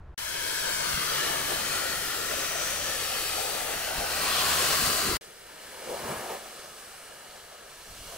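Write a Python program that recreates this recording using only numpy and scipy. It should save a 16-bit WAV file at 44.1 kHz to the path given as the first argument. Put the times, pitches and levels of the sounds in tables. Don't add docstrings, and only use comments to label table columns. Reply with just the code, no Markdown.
import sys
import numpy as np
from scipy import signal
from scipy.io import wavfile
from scipy.ndimage import uniform_filter1d

SR = 44100
rng = np.random.default_rng(int(sys.argv[2]) if len(sys.argv) > 2 else 0)


def to_linear_factor(level_db):
    exponent = np.asarray(level_db, float) / 20
    return 10 ** exponent


def pcm_store(signal):
    levels = np.round(np.clip(np.atleast_2d(signal), -1, 1) * 32767)
    wavfile.write(sys.argv[1], SR, levels.astype(np.int16).T)


N = 360297
SIZE, HOP = 1024, 256
HZ = np.fft.rfftfreq(SIZE, 1 / SR)[:, None]
FRAME_S = np.arange(N // HOP + 5) * HOP / SR
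TIME = np.arange(N) / SR
PUMP_HZ = 73.6

# [level/dB rms, follow/dB per dB of jet, turn/dB per unit of bearing]
PUMP_ORDERS = [
    [(-56, 0.5, -26), (-60, 2.5, 6), (-68.5, 2.5, 4)],
    [(-77, 1.5, 0.1), (-75.5, 0.6, -10), (-75, 1.6, -6)],
]
# [t/s, peak/dB, f/Hz]
SLAPS = [(.945, -32, 55), (3.987, -31, 45), (4.84, -29, 65), (4.875, -32, 100), (5.095, -29, 70),
         (5.13, -33, 110), (5.15, -30, 55), (6.05, -41, 80), (6.105, -39, 170), (6.17, -42, 80),
         (7.903, -49, 70), (8.018, -44, 60)]


def evened(x):
    return x / np.sqrt(np.mean(x ** 2) + 1e-20)


def read(points):
    f, value = np.transpose(points)
    return np.interp(np.log(HZ + 1), np.log(f + 1), value)


def curves(rows, t):
    s, *columns = np.transpose(rows)
    return [np.interp(t, s, c) for c in columns]


def dwell(t, s, half_s):
    return np.exp(-((t - s) / half_s) ** 2)


def bump(hz, width_hz):
    return np.exp(-((HZ - hz) / width_hz) ** 2)


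def in_band(colour, lo_hz, hi_hz):
    gain = to_linear_factor(read(colour))
    inside = (HZ > lo_hz) & (HZ < hi_hz)
    return gain / np.sqrt(np.sum(gain[inside] ** 2))


def patches(bins, frames):
    field = rng.standard_normal((len(FRAME_S), len(HZ))).T
    field = uniform_filter1d(field, bins, axis=0)
    return evened(uniform_filter1d(field, frames, axis=1))


def ports(gain, same, turn=0, lean_db=0, paths=1):
    a, b, c, d = rng.standard_normal((len(FRAME_S), len(HZ), 4)).T
    same = np.clip(same, -1, 1)
    left = a + 1j * b
    right = same * left + np.sqrt(1 - same ** 2) * (c + 1j * d)
    right = right * np.exp(-1j * turn)
    both = np.array([left * to_linear_factor(lean_db / 2), right * to_linear_factor(-lean_db / 2)])
    z = np.sqrt(3 / 2) * gain * paths * both
    return signal.istft(z, nperseg=SIZE, noverlap=SIZE - HOP)[1][:, :N]


def yard():
    # [f/Hz, density/dB per Hz]
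    yard_colour = [(15, -34), (25, -5), (49, -10.5), (135, -19), (207, -29), (237, -42), (318, -31.5),
                   (543, -35), (1420, -37.5), (2070, -48.5), (15000, -79.5)]
    # [f/Hz, likeness/0-1]
    yard_same = [(60, 1.0), (950, 0.98), (15000, 0.47)]
    return ports(in_band(yard_colour, 20, 16000) * to_linear_factor(-45.5), read(yard_same))


def housing():
    # [f/Hz, width/Hz, level/dB]
    resonances = [(1300, 65, 0.5), (1710, 140, 2.5), (2980, 300, 4.5), (3690, 63, -4), (4290, 270, 3),
                  (6130, 460, 1), (7030, 320, -2), (7840, 280, 4.5), (9340, 230, 6.5), (10950, 290, 3)]
    return sum(db * bump(hz, width_hz) for hz, width_hz, db in resonances)


def hollows(rows):
    return sum(db * dwell(FRAME_S, s, half_s) * bump(hz, 45 + .08 * hz) for s, half_s, hz, db in rows)


def echoes(mirrors, bearing, scale, small_hz, dull_hz):
    paths = 1
    mirror = scale * np.exp(-HZ / dull_hz) / (1 + (small_hz / (HZ + 1)) ** 2)
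    for rows, skew_ms, turn_ms in mirrors:
        left_ms, strength = curves(rows, FRAME_S)
        right_ms = left_ms + skew_ms + turn_ms * (1 - bearing)
        delay_s = np.array([left_ms, right_ms])[:, None] / 1000
        paths = paths + strength * mirror * np.exp(-2j * np.pi * HZ * delay_s)
    return paths


def spray(rows, mirrors, jet, panel, lean, same, shape_db, panel_db, fizz_share, lean_db, patchy_db, sway_db,
          gain_db):
    # [t/s, half length/s, drumming level/dB, extra jet body/dB]
    passes = [(1.4, 0.26, -42.5, 1), (3.534, 0.29, -45, -0.5), (4.03, 0.2, -43.5, -1),
              (5.1, 0.072, -37.5, 1), (5.92, 0.046, -40.5, -1.5), (6.1, .06, -40, 3.5),
              (6.123, 0.29, -40, 2), (6.324, .045, -39.5, 0.1), (8.145, 0.065, -48.5, 2.5)]
    # [f/Hz, level/dB]
    boom_colour = [(60, -53), (110, -11), (150, 1.5), (280, 0.5), (380, -28)]
    # [f/Hz, phase/radians]
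    port_turn = [(80, 0.18), (400, 1.6), (1100, 3.8), (1290, .4), (2000, 0.95), (4000, 2.64), (15000, 2.8)]
    level_db, mist_db, bearing = curves(rows, FRAME_S)

    body_db = sum(db * dwell(FRAME_S, s, half_s) for s, half_s, _, db in passes)
    mist_db = mist_db - mist_db.mean()
    fizz = read([(2000, 0), (3000, 1), (6000, 1), (8000, 0)]) * (fizz_share * mist_db - body_db)
    mist = read([(6000, 0), (8000, 1)]) * (mist_db - body_db)
    hiss = in_band(jet, 1000, 2740) * to_linear_factor(level_db + body_db + fizz + mist)

    pass_power = sum(to_linear_factor(db) ** 2 * dwell(FRAME_S, s, half_s) ** 2 for s, half_s, db, _ in passes)
    beat = np.sqrt(to_linear_factor(level_db + panel_db) ** 2 + pass_power)
    gust = np.max([dwell(FRAME_S, s, .06) for s, _, _ in SLAPS], axis=0)
    boom_db = -13.5 + 11 * gust
    drum = np.hypot(in_band(panel, 320, 900), in_band(boom_colour, 100, 330) * to_linear_factor(boom_db - 2.5))
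    drum = drum * beat * to_linear_factor(1.53 * patches(bins=5, frames=8))

    patchy = patchy_db * patches(bins=5, frames=70)
    sway = sway_db * patches(bins=300, frames=14)
    gain = np.hypot(hiss, drum) * to_linear_factor(shape_db + patchy + sway)
    paths = echoes(mirrors, bearing, scale=1.5, small_hz=550, dull_hz=6000)
    balance_db = read(lean) + lean_db * (bearing - .5)
    sound = ports(gain, read(same), bearing * read(port_turn), balance_db, paths)
    throb = 1 + .02 * np.sin(2 * np.pi * PUMP_HZ * TIME)
    return to_linear_factor(gain_db) * sound * throb


def pump(orders, rows):
    held_s = np.clip(TIME, rows[0][0], rows[-1][0])
    level_db, _, bearing = (c - c.mean() for c in curves(rows, held_s))
    waver = evened(uniform_filter1d(rng.standard_normal(len(FRAME_S)), size=60))
    shaft_hz = PUMP_HZ + .25 * np.interp(TIME, FRAME_S, waver)
    turns = np.cumsum(shaft_hz) / SR
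    hum = 0
    for order, (db, follow, turn_db) in enumerate(orders, 1):
        loudness = to_linear_factor(db + follow * level_db + turn_db * bearing)
        hum = hum + np.sqrt(2) * loudness * np.sin(2 * np.pi * order * turns)
    return hum


def near_lance():
    # [t/s, jet level/dB, fine mist/dB, bearing/-1 right to 1 left]
    near_path = [(.18, -43, 0.5, 0.93), (.5, -39, 0.5, 0.81), (.85, -35.5, -2, 0.95), (1.25, -35, -2, 0.72),
                 (1.6, -37, -1.4, 0.67), (2.5, -37, -2, 0.6), (3.25, -39, 1.5, 0.57),
                 (3.95, -39, -0.7, 0.5), (4.5, -32.5, 0.3, 0.31), (4.95, -33, 0.4, 0.42),
                 (5.17, -37, -0.5, 0.33)]
    # [f/Hz, density/dB per Hz]
    near_jet = [(600, -16.5), (850, -6), (1250, -1), (2400, -5), (4500, -5), (7000, -9), (9000, -10),
                (12300, -10.5), (14500, -15.5), (16000, -10)]
    # [f/Hz, density/dB per Hz]
    near_panel = [(200, -49), (290, -10.5), (370, -3), (610, -0.5), (850, 2), (1000, -1.5), (1300, -17)]
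    # [f/Hz, level/dB]
    near_lean = [(60, -5), (110, -1), (200, 1), (380, 1), (700, 3.5), (1290, 1.5), (2380, 1.5), (4400, 2),
                 (8120, 7), (15000, 1.5)]
    # [f/Hz, likeness/0-1]
    near_same = [(150, .99), (550, .95), (800, .75), (1180, .55), (1300, .93), (2200, .78), (3000, .6),
                 (3600, .3), (8000, .25), (15000, .25)]
    # [t/s, half length/s, f/Hz, level/dB]
    near_hollows = [(0.498, 0.61, 780, -8), (.95, 0.23, 270, -4.5), (1.0, .15, 1150, 2),
                    (3.8, 0.37, 3180, -2), (4.65, .2, 2200, -0.5), (1.5, .35, 1100, -1),
                    (1.8, 0.16, 1360, 3), (2.0, 0.27, 1140, -3.5), (2.306, 0.4, 1410, -0.5),
                    (3.1, .3, 220, -3.5), (4.272, .17, 235, 7), (2.554, 0.72, 900, -8),
                    (2.657, 0.36, 6040, 7), (3.9, .2, 1200, -3.5), (4.05, 0.18, 910, 1.5),
                    (4.354, 0.072, 3350, 6.5), (4.6, 0.52, 1110, 6), (4.9, 0.42, 880, -11),
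                    (4.9, 0.71, 4600, 3), (4.85, 0.29, 1510, 1.5), (2.6, 0.69, 590, 2.5),
                    (5.05, 0.14, 1300, 1.5), (5.123, 0.082, 390, 8.5), (5.13, 0.046, 735, -7)]
    # [t/s, delay/ms, strength/0-1]
    ground_echo = [(.5, 1.22, .4), (.85, 1.36, .24), (1.75, 2.08, .23), (2.7, 2.11, .23), (3.0, 2.3, .24),
                   (4.2, 2.55, .22), (4.45, 2.72, .26), (4.8, 2.55, .26), (5.19, 2.57, .2)]
    # [t/s, delay/ms, strength/0-1]
    wheel_echo = [(1.0, 1.91, .19), (1.3, 1.7, 0), (1.7, 1.62, .2), (2.8, 1.57, .13), (4.2, 1.6, .14),
                  (4.5, 1.5, 0), (4.85, 1.5, .1)]
    # [t/s, delay/ms, strength/0-1]
    sill_echo = [(.18, 3.0, .17), (1.2, 3.46, .18), (1.9, 3.58, .2), (2.7, 3.55, .08), (3.0, 3.4, 0),
                 (4.5, 3.0, 0), (4.85, 2.99, .16)]
    # [path, from full left/ms, turning right/ms per unit of bearing]
    near_mirrors = [(ground_echo, 0, .23), (wheel_echo, -.04, .02), (sill_echo, -.08, .25)]
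    shape_db = hollows(near_hollows) + .5 * housing()
    jet = spray(near_path, near_mirrors, near_jet, near_panel, near_lean, near_same, shape_db, panel_db=-3.5,
                fizz_share=0.82, lean_db=3.0, patchy_db=1.64, sway_db=0.6, gain_db=0.5)
    return jet + pump(PUMP_ORDERS[0], near_path)


def wind():
    # [t/s, level/dB]
    wind_level = [
        (0.18, -54.5),
        (0.65, -53.5),
        (5.03, -53.5),
        (5.27, -71),
        (6.1, -68),
        (6.5, -69),
        (7.75, -67.5),
        (7.93, -56),
        (8.17, -59),
    ]
    # [f/Hz, level/dB]
    wind_colour = [(15, 0.5), (35, -3), (55, -2), (90, -11), (130, -8.5), (200, -31), (300, -60)]
    level_db = curves(wind_level, FRAME_S)[0] - 1.5 + 1.8 * patches(bins=40, frames=6)
    return ports(in_band(wind_colour, 20, 130) * to_linear_factor(level_db), 0.99)


def slaps():
    pressure = 0
    for s, db, hz in SLAPS:
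        swing = np.cos(2 * np.pi * hz * (TIME - s))
        pressure = pressure - to_linear_factor(db) * dwell(TIME, s, .4 / hz) * swing
    return pressure


def engine():
    # [t/s, f/Hz, level/dB]
    sag = [
        (1.3, 126, -75),
        (1.5, 121, -57),
        (1.95, 116, -58),
        (2.15, 115, -90),
    ]
    hz, db = curves(sag, TIME)
    return to_linear_factor(db) * (TIME > sag[0][0]) * np.sin(2 * np.pi * np.cumsum(hz) / SR)


def far_lance():
    # [t/s, jet level/dB, fine mist/dB, bearing/-1 right to 1 left]
    far_path = [
        (5.21, -56, 1.5, -.57),
        (5.45, -54.5, -1.5, -0.46),
        (6.0, -46.5, -1.3, -0.32),
        (6.25, -46, -3, -0.24),
        (6.42, -50.5, -1.1, -0.32),
        (7.6, -54, -2.9, -0.4),
        (8.17, -53.5, 4.5, -0.22),
    ]
    # [f/Hz, density/dB per Hz]
    far_jet = [(600, -19), (850, -13.5), (1270, -4), (2000, -8.5), (4500, -8.5), (7000, -10.5), (9500, -11),
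               (11300, -14), (13000, -16.5), (16000, -18)]
    # [f/Hz, density/dB per Hz]
    far_panel = [(200, -37), (300, -14), (370, -4), (520, -3), (700, -3.5), (950, -6), (1300, -20.5),
                 (1700, -27)]
    # [f/Hz, level/dB]
    far_lean = [(60, 0.0), (180, -1.5), (550, 0), (1650, 0.5), (4970, -2.5), (15000, -5)]
    # [f/Hz, likeness/0-1]
    far_same = [(150, .99), (800, .9), (1180, .65), (1300, .96), (2900, .82), (3700, .3), (4500, .65),
                (6000, .25), (7800, .55), (8600, .25), (9500, .65), (15000, .3)]
    # [t/s, half length/s, f/Hz, level/dB]
    far_hollows = [(5.6, 0.32, 1080, -3), (5.92, 0.066, 500, 4), (6.32, 0.056, 530, 3),
                   (5.5, .4, 2150, 2.5), (7, 0.43, 8800, 3.5)]
    # [t/s, delay/ms, strength/0-1]
    far_echo = [(5.2, 1.71, .2), (5.8, 1.77, .17), (6.4, 1.71, .22), (8.17, 1.78, .21)]
    # [path, from full left/ms, turning right/ms per unit of bearing]
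    far_mirrors = [(far_echo, .01, 0)]
    shape_db = 0.7 * housing() + hollows(far_hollows)
    jet = spray(far_path, far_mirrors, far_jet, far_panel, far_lean, far_same, shape_db, panel_db=-1.5,
                fizz_share=1.0, lean_db=-2.0, patchy_db=1.0, sway_db=.5, gain_db=-0.02)
    return jet + pump(PUMP_ORDERS[1], far_path)


def scene():
    # [t/s, gain/dB]
    yard_cut = [(.1445, 0), (.1465, -45), (.163, -46), (.165, -100)]
    # [t/s, gain/dB]
    near_cut = [(.174, -100), (.176, -30), (.1785, 0), (5.1695, 0), (5.173, -25), (5.18, -40), (5.19, -100)]
    # [t/s, gain/dB]
    far_cut = [(5.205, -100), (5.2095, -35), (5.2112, 0)]

    def fade(rows):
        return to_linear_factor(curves(rows, TIME)[0])

    air = wind() + slaps() + engine()
    near = near_lance() + air
    far = far_lance() + air
    return yard() * fade(yard_cut) + near * fade(near_cut) + far * fade(far_cut)


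def roll_off(x):
    return signal.sosfilt(signal.butter(12, 16950, fs=SR, output="sos"), x)


def record(dry):
    edge = signal.firwin(1023, 15740, window=("kaiser", 10), fs=SR)
    mix = signal.oaconvolve(dry, edge[None], "same")
    return roll_off(mix)


dry = scene()
out = record(dry)
pcm_store(out)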